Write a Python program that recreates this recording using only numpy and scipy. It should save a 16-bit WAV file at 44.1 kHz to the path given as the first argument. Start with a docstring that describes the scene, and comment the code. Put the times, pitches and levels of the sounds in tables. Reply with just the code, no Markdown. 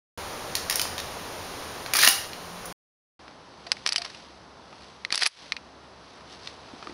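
"""A pump shotgun is loaded in a forest: a shell ticks into the open port and rattles home, then the
forend runs forward and the bolt locks. Each contact rings the receiver; steel slides, a glove brushes.
It is heard twice, with silence between: from a distant microphone, with the echo of the trees, then
nearly dry from one on the shooter. Each has its own outdoor hiss and its own treble notches."""
import sys
import numpy as np
from scipy import signal
from scipy.fft import rfft, irfft, next_fast_len
from scipy.io import wavfile
from scipy.ndimage import uniform_filter1d

SR = 44100
rng = np.random.default_rng(int(sys.argv[2]) if len(sys.argv) > 2 else 0)


def dump_mix(stems):
    """Bounce the given channels to the path in sys.argv[1] as a 16-bit WAV at rate SR."""
    frames = np.atleast_2d(stems).T  # one column per channel
    limited = np.clip(frames, -1, 1)  # hard clip at full scale
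    pcm = np.round(limited * 32767).astype(np.int16)
    wavfile.write(sys.argv[1], SR, pcm)


N = 305789
TIME = np.arange(N) / SR
FAR_SPAN_S, NEAR_SPAN_S = (.175, 2.726), (3.192, 7)   # when each microphone is heard


def from_db(db):
    """Decibels to gain."""
    return 10 ** (np.asarray(db) / 20)


def gain_in_time(rows):
    """A level curve as a gain per sample."""
    return from_db(np.interp(TIME, *np.transpose(rows)))


def gain_at(points, hz):
    """A spectrum's gain at the given frequencies."""
    point_hz, db = np.transpose(points)
    return from_db(np.interp(np.log(hz + 1), np.log(point_hz), db))


def coloured(x, points):
    """Shape a long sound by a spectrum."""
    size = next_fast_len(len(x))
    gain = gain_at(points, np.fft.rfftfreq(size, 1 / SR))
    return irfft(rfft(x, size) * gain, size)[:len(x)]


def causal(gain):
    """The minimum-phase response with this gain: it rings after a blow, never before."""
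    cepstrum = irfft(np.log(gain + 1e-9))
    half = len(cepstrum) // 2
    cepstrum[1:half] *= 2
    cepstrum[half + 1:] = 0
    return np.exp(rfft(cepstrum))


def resonance(hz, centre_hz, width_hz, db):
    """Power response of one mode."""
    return from_db(db) ** 2 / (1 + (2 * (hz - centre_hz) / width_hz) ** 2)


def add(out, sound, s):
    """Mix a sound in at a time."""
    start = int(np.clip(round(s * SR), 0, N - 1))
    out[start:start + len(sound)] += sound[:N - start]


def during(span):
    """One inside a stretch of time, zero outside."""
    return (TIME >= span[0]) & (TIME < span[1])


# forest air at the distant and the close microphone (frequency [Hz], level [dB])
FAR_AIR = [(20, -31), (58, -35.5), (80, -22.5), (115, -28), (250, -30), (450, -26), (1000, -27),
           (2200, -36), (5500, -38), (10000, -41), (15500, -51)]
NEAR_AIR = [(25, -69), (42, -47), (58, -48.5), (69, -30.5), (85, -42.5), (180, -37.5), (450, -39),
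            (1000, -38.5), (2200, -51), (4700, -51), (6300, -55), (7800, -60.5), (10600, -65)]
# its slow drift (time [s], level [dB])
AIR_DRIFT = [(.17, 1.5), (2.05, 0), (2.3, -3), (2.72, -2), (3.2, 1), (5.5, 0), (6.9, 3.5)]
# its dips as the bolt slams shut (low point [s], treble depth [dB], sinking [s], recovery [s])
AIR_DIPS = [(2.14, 2.5, .12, 0.15), (5.31, 14.5, 0.21, 0.117)]


def air(spectrum, bass_hz=650, bass_dip_factor=1.8):
    """Outdoor hiss with a low drone; it dips after each slam, most in the bass."""
    hiss = coloured(rng.standard_normal(N), spectrum) * gain_in_time(AIR_DRIFT)
    bass = signal.sosfiltfilt(signal.butter(2, bass_hz, fs=SR, output="sos"), hiss)
    dip_db = sum(np.interp(TIME, (s - sink_s, s, s + recover_s), (0, -depth_db, 0))
                 for s, depth_db, sink_s, recover_s in AIR_DIPS)
    return bass * from_db(bass_dip_factor * dip_db) + (hiss - bass) * from_db(dip_db)


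# the four bands of a contact: knock, clack, ring, tick (frequency [Hz])
CONTACT_HZ = [850, 2100, 4700, 9800]
# modes of the receiver and action bars (frequency [Hz], width [Hz], height [dB])
GUN_MODES = [(830, 140, -3), (1353, 110, -3.5), (1863, 130, 1), (2450, 220, -0.5), (2750, 110, -6.5),
             (3970, 200, -7.5), (4520, 420, -2), (4980, 420, 0), (5600, 220, 1)]


def clack(contact_ms, rings_hz, bands_db, rattle=0.29, rattle_s=0.0048, spread_db=2.5, size=4096):
    """One contact: a crack, then a few milliseconds of buzz through the gun's modes."""
    t, hz = np.arange(size) / SR, np.fft.rfftfreq(size, 1 / SR)
    age = t * 1000 / contact_ms
    crack = age * np.exp(1 - age)
    buzz = rattle * (1 - np.exp(-age)) * np.exp(-t / rattle_s)
    burst = rfft((crack + buzz) * rng.standard_normal(size))
    # every blow excites the modes in other proportions, and its spot brings out one or two rings
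    body = 0.5 + sum(resonance(hz, f, width, db + spread_db * rng.standard_normal())
                     for f, width, db in GUN_MODES)
    body += sum(resonance(hz, f, width_hz=0.087 * f, db=10.5) for f in rings_hz)
    # the broad balance is set by the blow, the fine structure by chance
    broad_burst = uniform_filter1d(np.abs(burst) ** 2, size=70)
    broad_body = uniform_filter1d(uniform_filter1d(body, size=180), size=180)
    fine_gain = np.sqrt(body / (broad_burst * broad_body))
    knock_db, tick_db = bands_db[0], bands_db[-1]
    colour = [(120, knock_db - 17), (520, knock_db - 7), *zip(CONTACT_HZ, bands_db), (15000, tick_db - 8)]
    return irfft(burst * causal(fine_gain * gain_at(colour, hz)))


def blow(s, level_db, contact_ms, rings_hz, tilt_db, kind_db, pivot_hz=3150, spot_octaves=.6):
    """A contact coloured by its kind, its brightness and a broad lift around the struck spot's ring."""
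    hz = np.array(CONTACT_HZ)
    spot_db = 5.5 * np.exp(-.5 * (np.log2(hz / rings_hz[0]) / spot_octaves) ** 2)
    bands_db = level_db + np.array(kind_db) + tilt_db * np.log2(hz / pivot_hz) + spot_db
    if s < FAR_SPAN_S[1]:
        bands_db[-1] += 9   # a stronger tick at the distant microphone
    return clack(contact_ms, rings_hz, bands_db)


# hits of the shell and, at 2.654 s, a brief, bright swish of glove or sleeve
# (time [s], level [dB], contact [ms], ring [Hz], brightness [dB/octave])
SHELL_AND_SWISH = [(0.5526, 6.5, .4, 4140, 0.9), (0.5666, -3.5, 1, 5160, -1), (0.6975, 7.5, 0.94, 1730, 2),
                   (0.7082, 5, 1.2, 5360, -3), (0.7246, 0, 1.1, 5350, 0), (0.7567, -1, .68, 5500, 7),
                   (0.7952, 7, 0.7, 3070, -0.5), (0.8151, 1.5, 0.49, 4760, 4),
                   (0.8528, -5.5, 1.1, 1267, -8.5), (0.9802, -2, 0.32, 3720, -2),
                   (1.0, -1.5, 0.96, 3760, -3), (2.654, -15, 2.9, 10000, 5),
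                   (3.6653, -7.5, 3.33, 4540, -4.5), (3.7177, 13, 0.475, 4970, 0),
                   (3.7673, -12, 1.1, 2240, -3), (3.8627, 11.5, 0.49, 5630, -2),
                   (3.8724, 5.5, 1.56, 5490, 2.5), (3.8899, 6, .9, 5550, 1.5), (3.922, 6, 0.98, 4670, 1),
                   (3.9296, -0.5, .75, 5520, 5.5), (3.942, -10, 0.68, 2680, -7),
                   (3.96, 11.5, .2, 2980, 1.7), (3.9799, 3.5, 1.5, 4760, 2), (4.0174, -0.5, 1.9, 4570, -1),
                   (4.0461, -1, 3, 5360, -2.5), (4.0599, -9, 0.91, 4520, -5.5),
                   (4.098, -11.5, 2.05, 1840, 0.5), (4.1461, -12, 1.5, 2730, -2)]
# their tone (knock [dB], clack [dB], ring [dB], tick [dB])
SHELL_DB = [-6, -3, -0.3, -11]


def shell_and_swish(rebound_s=(0.0055, .03), rebound_loss_db=24):
    """The shell drops in and rattles home; glove or sleeve swishes once. Each contact has one rebound."""
    out = np.zeros(N)
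    for s, db, contact_ms, ring_hz, tilt_db in SHELL_AND_SWISH:
        for delay_s, loss_db in ((0, 0), (rng.uniform(*rebound_s), rebound_loss_db)):
            add(out, blow(s, db - loss_db, contact_ms, [ring_hz], tilt_db, SHELL_DB), s + delay_s)
    return out


# what the trees and rocks around the shooter scatter back (frequency [Hz], level [dB])
FOREST_COLOUR = [(100, -4), (550, -11), (900, -4), (1750, -1.5), (2400, -5.5), (3200, -3.5), (5200, -1.5),
                 (10000, -1), (15500, -4)]


def forest_echo(x, onset_s=0.002, treble_hz=7000, low_t60_s=0.49, treble_t60_s=0.39):
    """Diffuse echo from trunks and rocks; its treble dies sooner."""
    t = TIME[:SR]
    scatter = rng.standard_normal(SR)
    low = signal.sosfiltfilt(signal.butter(2, treble_hz, fs=SR, output="sos"), scatter)
    echo = low * from_db(-60 * t / low_t60_s) + (scatter - low) * from_db(-60 * t / treble_t60_s)
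    echo *= 1 - np.exp(-t / onset_s)
    return signal.fftconvolve(x, coloured(echo / np.linalg.norm(echo), FOREST_COLOUR))[:N]


def friction(gain, colour, slips_per_s, smooth):
    """Rubbing: tiny slips at random over a smooth hiss."""
    chance = slips_per_s / SR
    slips = (rng.random(N) < chance) * rng.standard_normal(N) / np.sqrt(chance)
    grain = (slips + smooth * rng.standard_normal(N)) / np.hypot(1, smooth)
    return coloured(grain * gain, colour)


# slides inside the action (start [s], end [s], start level [dB], end level [dB])
SLIDES = [(0.714, 0.846, -33, -38.5), (1.946, 2.033, -28, -16.5), (2.039, 2.08, -18, -21.5),
          (3.858, 4.116, -36.5, -46.5), (5.119, 5.204, -35, -34), (5.206, 5.23, -32.5, -16),
          (5.244, 5.266, -32, -19)]
# their tone (frequency [Hz], level [dB])
SLIDE_COLOUR = [(100, -28), (500, -8), (1000, -3.5), (1900, 2.5), (3100, 0.5), (4600, 5.5), (6500, -3),
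                (10000, -13.5), (15000, -11)]


def steel_slides(attack_db_per_s=3000, release_db_per_s=1297.5):
    """Steel rubs on steel, its level following the speed: quick start, swell or fade, quick stop."""
    gain = np.zeros(N)
    for start, end, start_db, end_db in SLIDES:
        level_db = np.interp(TIME, (start, end), (start_db, end_db))
        level_db -= attack_db_per_s * np.clip(start - TIME, 0, 1)
        level_db -= release_db_per_s * np.clip(TIME - end, 0, 1)
        gain += from_db(level_db)
    return friction(gain, SLIDE_COLOUR, slips_per_s=2700, smooth=0.9)


# brushes along the gun (peak time [s], level [dB], time to fall by fade_db on either side [s])
BRUSHES = [(.99, -26, 0.01), (1.6, -44.5, 0.31), (2.25, -37, 0.0135), (2.72, -49, 0.8), (3.77, -45.5, 0.25),
           (4.165, -44, 0.21), (4.83, -46.5, 0.24), (5.44, -42, 0.15), (6.13, -49, 0.2), (6.33, -41, .07),
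           (6.47, -41.5, 0.15), (6.9, -46, 0.75)]
# their tone (frequency [Hz], level [dB])
GLOVE_COLOUR = [(100, -29), (900, -7), (2000, -0.5), (4500, 3), (6500, -3), (10000, -12.5), (15000, -16.5)]


def glove(fade_db=11.5):
    """Glove and sleeve rub the gun; each brush swells and fades evenly."""
    level_db = np.max([db - fade_db * np.abs(TIME - s) / fade_s for s, db, fade_s in BRUSHES], axis=0)
    return friction(from_db(level_db), GLOVE_COLOUR, slips_per_s=2500, smooth=0.55)


# clicks of the forend (time [s], level [dB], ring [Hz])
FOREND_CLICKS = [(1.8614, -2, 1603), (2.3318, -5.5, 2950), (5.049, 3.5, 2037), (5.1046, -2, 2010),
                 (5.521, 8.5, 2420), (5.5659, -2, 2386), (6.4731, -2.5, 3600)]
# their tone (knock [dB], clack [dB], ring [dB], tick [dB])
FOREND_DB = [-9.5, 0, -1, -21]


def forend(contact_ms=.45, mode_hz=4200):
    """The forend clicks in its play, ringing the struck spot and a mode of its own."""
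    out = np.zeros(N)
    for s, db, ring_hz in FOREND_CLICKS:
        add(out, blow(s, db, contact_ms, [ring_hz, mode_hz], tilt_db=0, kind_db=FOREND_DB), s)
    return out


# strikes in the receiver (time [s], level [dB], contact [ms], ring [Hz], brightness [dB/octave])
BOLT_HITS = [(1.935, 8, 1.5, 2400, 0.5), (1.9509, 5.5, 1.2, 1240, -2.5), (1.956, 3.5, 1.5, 4590, 0),
             (1.9664, 3, 1.8, 5250, 3.5), (1.9871, 8, 2.2, 1690, 1), (2.005, 2, 1.6, 2350, -1.5),
             (2.0133, 0, 1.7, 4700, 4.5), (2.0271, 7, 1.5, 1890, 2), (2.0334, 11, 1.7, 1399, -0.5),
             (2.0465, 11, 1.7, 1780, 2), (2.0633, 3, 1.5, 4030, 1.5), (2.0741, 16.5, 1.05, 2844, -1.5),
             (2.084, 6.5, 1.74, 10000, 3), (5.1242, 7.5, 0.2, 4580, 1), (5.139, -3, 1.5, 5020, -2),
             (5.1453, 4, 0.37, 3680, 0.5), (5.1554, 0, 0.35, 4800, 7.5), (5.177, 4.5, 0.46, 5070, 1.5),
             (5.192, -5, .55, 4870, 2), (5.209, -5, 1.8, 4530, 4), (5.2211, 6.5, 0.76, 1833, -0.5),
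             (5.2322, 5.5, 0.87, 4810, 3), (5.2572, 2, .68, 4520, 0), (5.262, 10, 0.73, 2363, 3.5),
             (5.2714, -6, 0.79, 10100, 10.5)]
# their tone (knock [dB], clack [dB], ring [dB], tick [dB])
BOLT_DB = [-1.5, -0.5, 0, -7]


def bolt():
    """Carrier, action bars and bolt strike as the forend runs forward."""
    out = np.zeros(N)
    for s, db, contact_ms, ring_hz, tilt_db in BOLT_HITS:
        add(out, blow(s, db, contact_ms, [ring_hz], tilt_db, BOLT_DB), s)
    return out


def damped_tones(rows, rise_s):
    """Single decaying modes, each set off by a blow."""
    out, t = np.zeros(N), TIME[:SR // 2]
    for s, hz, db, t60 in rows:
        envelope = from_db(db - 60 * t / t60) * (1 - np.exp(-t / rise_s))
        add(out, envelope * np.sin(2 * np.pi * hz * t), s)
    return out


# pings heard at the distant microphone (time [s], pitch [Hz], level [dB], t60 [s])
BAR_PINGS = [(2.0325, 1810, -5, .02), (2.0445, 1790, -9, .018), (2.064, 1840, -14, .018)]


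def bar_pings():
    """The action bars ping as they drag through the receiver."""
    return damped_tones(BAR_PINGS, rise_s=.0005)


# low thumps and knocks (time [s], pitch [Hz], level [dB], t60 [s])
THUMPS = [(2.075, 248.5, -26, 0.04), (2.085, 300, -26, .03), (3.863, 408, -28, 0.014),
          (5.124, 300, -24.5, 0.014), (5.177, 260, -36, .015), (6.736, 252, -26, 0.024),
          (6.872, 342, -30, .03), (6.895, 312.3, -23.5, 0.0165), (6.909, 328, -33, 0.0224),
          (6.923, 280, -30, 0.0265)]


def thumps():
    """Low thumps under the heavy steel hits, and dull handling knocks at the end."""
    return damped_tones(THUMPS, rise_s=0.0015)


# notes of the barrel (time [s], pitch [Hz], level [dB], t60 [s])
BARREL_NOTES = [(2.086, 788.6, -36, 0.45), (3.667, 690, -34, 0.077), (3.978, 695.4, -37, 0.305),
                (5.222, 757, -28, 0.058)]


def barrel():
    """The barrel tube hums on after some blows."""
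    return damped_tones(BARREL_NOTES, rise_s=0.00308)


# hum at the distant microphone (time [s], level [dB])
HUM_LEVEL = [(2.1, -21), (2.35, -6), (2.55, 1), (2.72, -0.5), (3.2, -42.5)]
# its tone (frequency [Hz], level [dB])
HUM_COLOUR = [(100, -71), (155, -38), (176, -19.5), (198, -39.5), (300, -68.5), (1000, -120)]


def low_hum():
    """A faint, narrow band of low noise swells for a moment."""
    return coloured(rng.standard_normal(N), HUM_COLOUR) * gain_in_time(HUM_LEVEL)


# taps heard at the close microphone (time [s], level [dB], ring [Hz])
STOCK_TAPS = [(3.28, -7, 1380), (4.7274, -10.5, 1310), (6.208, -14, 1225), (6.686, -12, 1150),
              (6.826, -2.5, 1340), (6.871, -0.5, 1230), (6.896, -12, 2070)]
# their tone (knock [dB], clack [dB], ring [dB], tick [dB])
STOCK_DB = [-1.5, -5.5, -12, -31]


def finger_taps(contact_ms=0.65):
    """Fingers tap the stock: mostly knock, hardly any tick."""
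    out = np.zeros(N)
    for s, db, ring_hz in STOCK_TAPS:
        add(out, blow(s, db, contact_ms, [ring_hz], tilt_db=0, kind_db=STOCK_DB), s)
    return out


def scene(far_echo_db=-1.5, near_echo_db=-33):
    """The gun from afar among the trees, then from the shooter's position."""
    gun = shell_and_swish() + steel_slides() + forend() + bolt() + finger_taps()
    echo = forest_echo(gun)
    direct = gun + glove() + bar_pings() + thumps() + barrel()
    far = direct + from_db(far_echo_db) * echo + air(FAR_AIR) + low_hum()
    near = direct + from_db(near_echo_db) * echo + air(NEAR_AIR)
    return (far * during(FAR_SPAN_S) + near * during(NEAR_SPAN_S))[None]


# treble notches of the distant and the close microphone (frequency [Hz], width [Hz])
FAR_NOTCHES = [(7800, 1800), (8000, 900), (11800, 870)]
NEAR_NOTCHES = [(7000, 1444), (8500, 1370), (10000, 720)]


def microphone(x, notches, top_hz, order):
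    """One microphone's sound path: treble notches and a band limit."""
    for hz, width in notches:
        x = signal.lfilter(*signal.iirnotch(hz, hz / width, fs=SR), x)
    return signal.sosfilt(signal.cheby1(order, .2, top_hz, fs=SR, output="sos"), x)


def record(dry):
    """Peaks clip; each position is heard through its own microphone; the top is cut."""
    dry = np.clip(dry, -1.05, 1.05)
    far = microphone(dry * during(FAR_SPAN_S), FAR_NOTCHES, top_hz=15650, order=18)
    near = microphone(dry * during(NEAR_SPAN_S), NEAR_NOTCHES, top_hz=10850, order=14)
    return signal.sosfilt(signal.cheby2(16, 90, 16900, fs=SR, output="sos"), far + near)


dry = scene()
out = record(dry)
dump_mix(out)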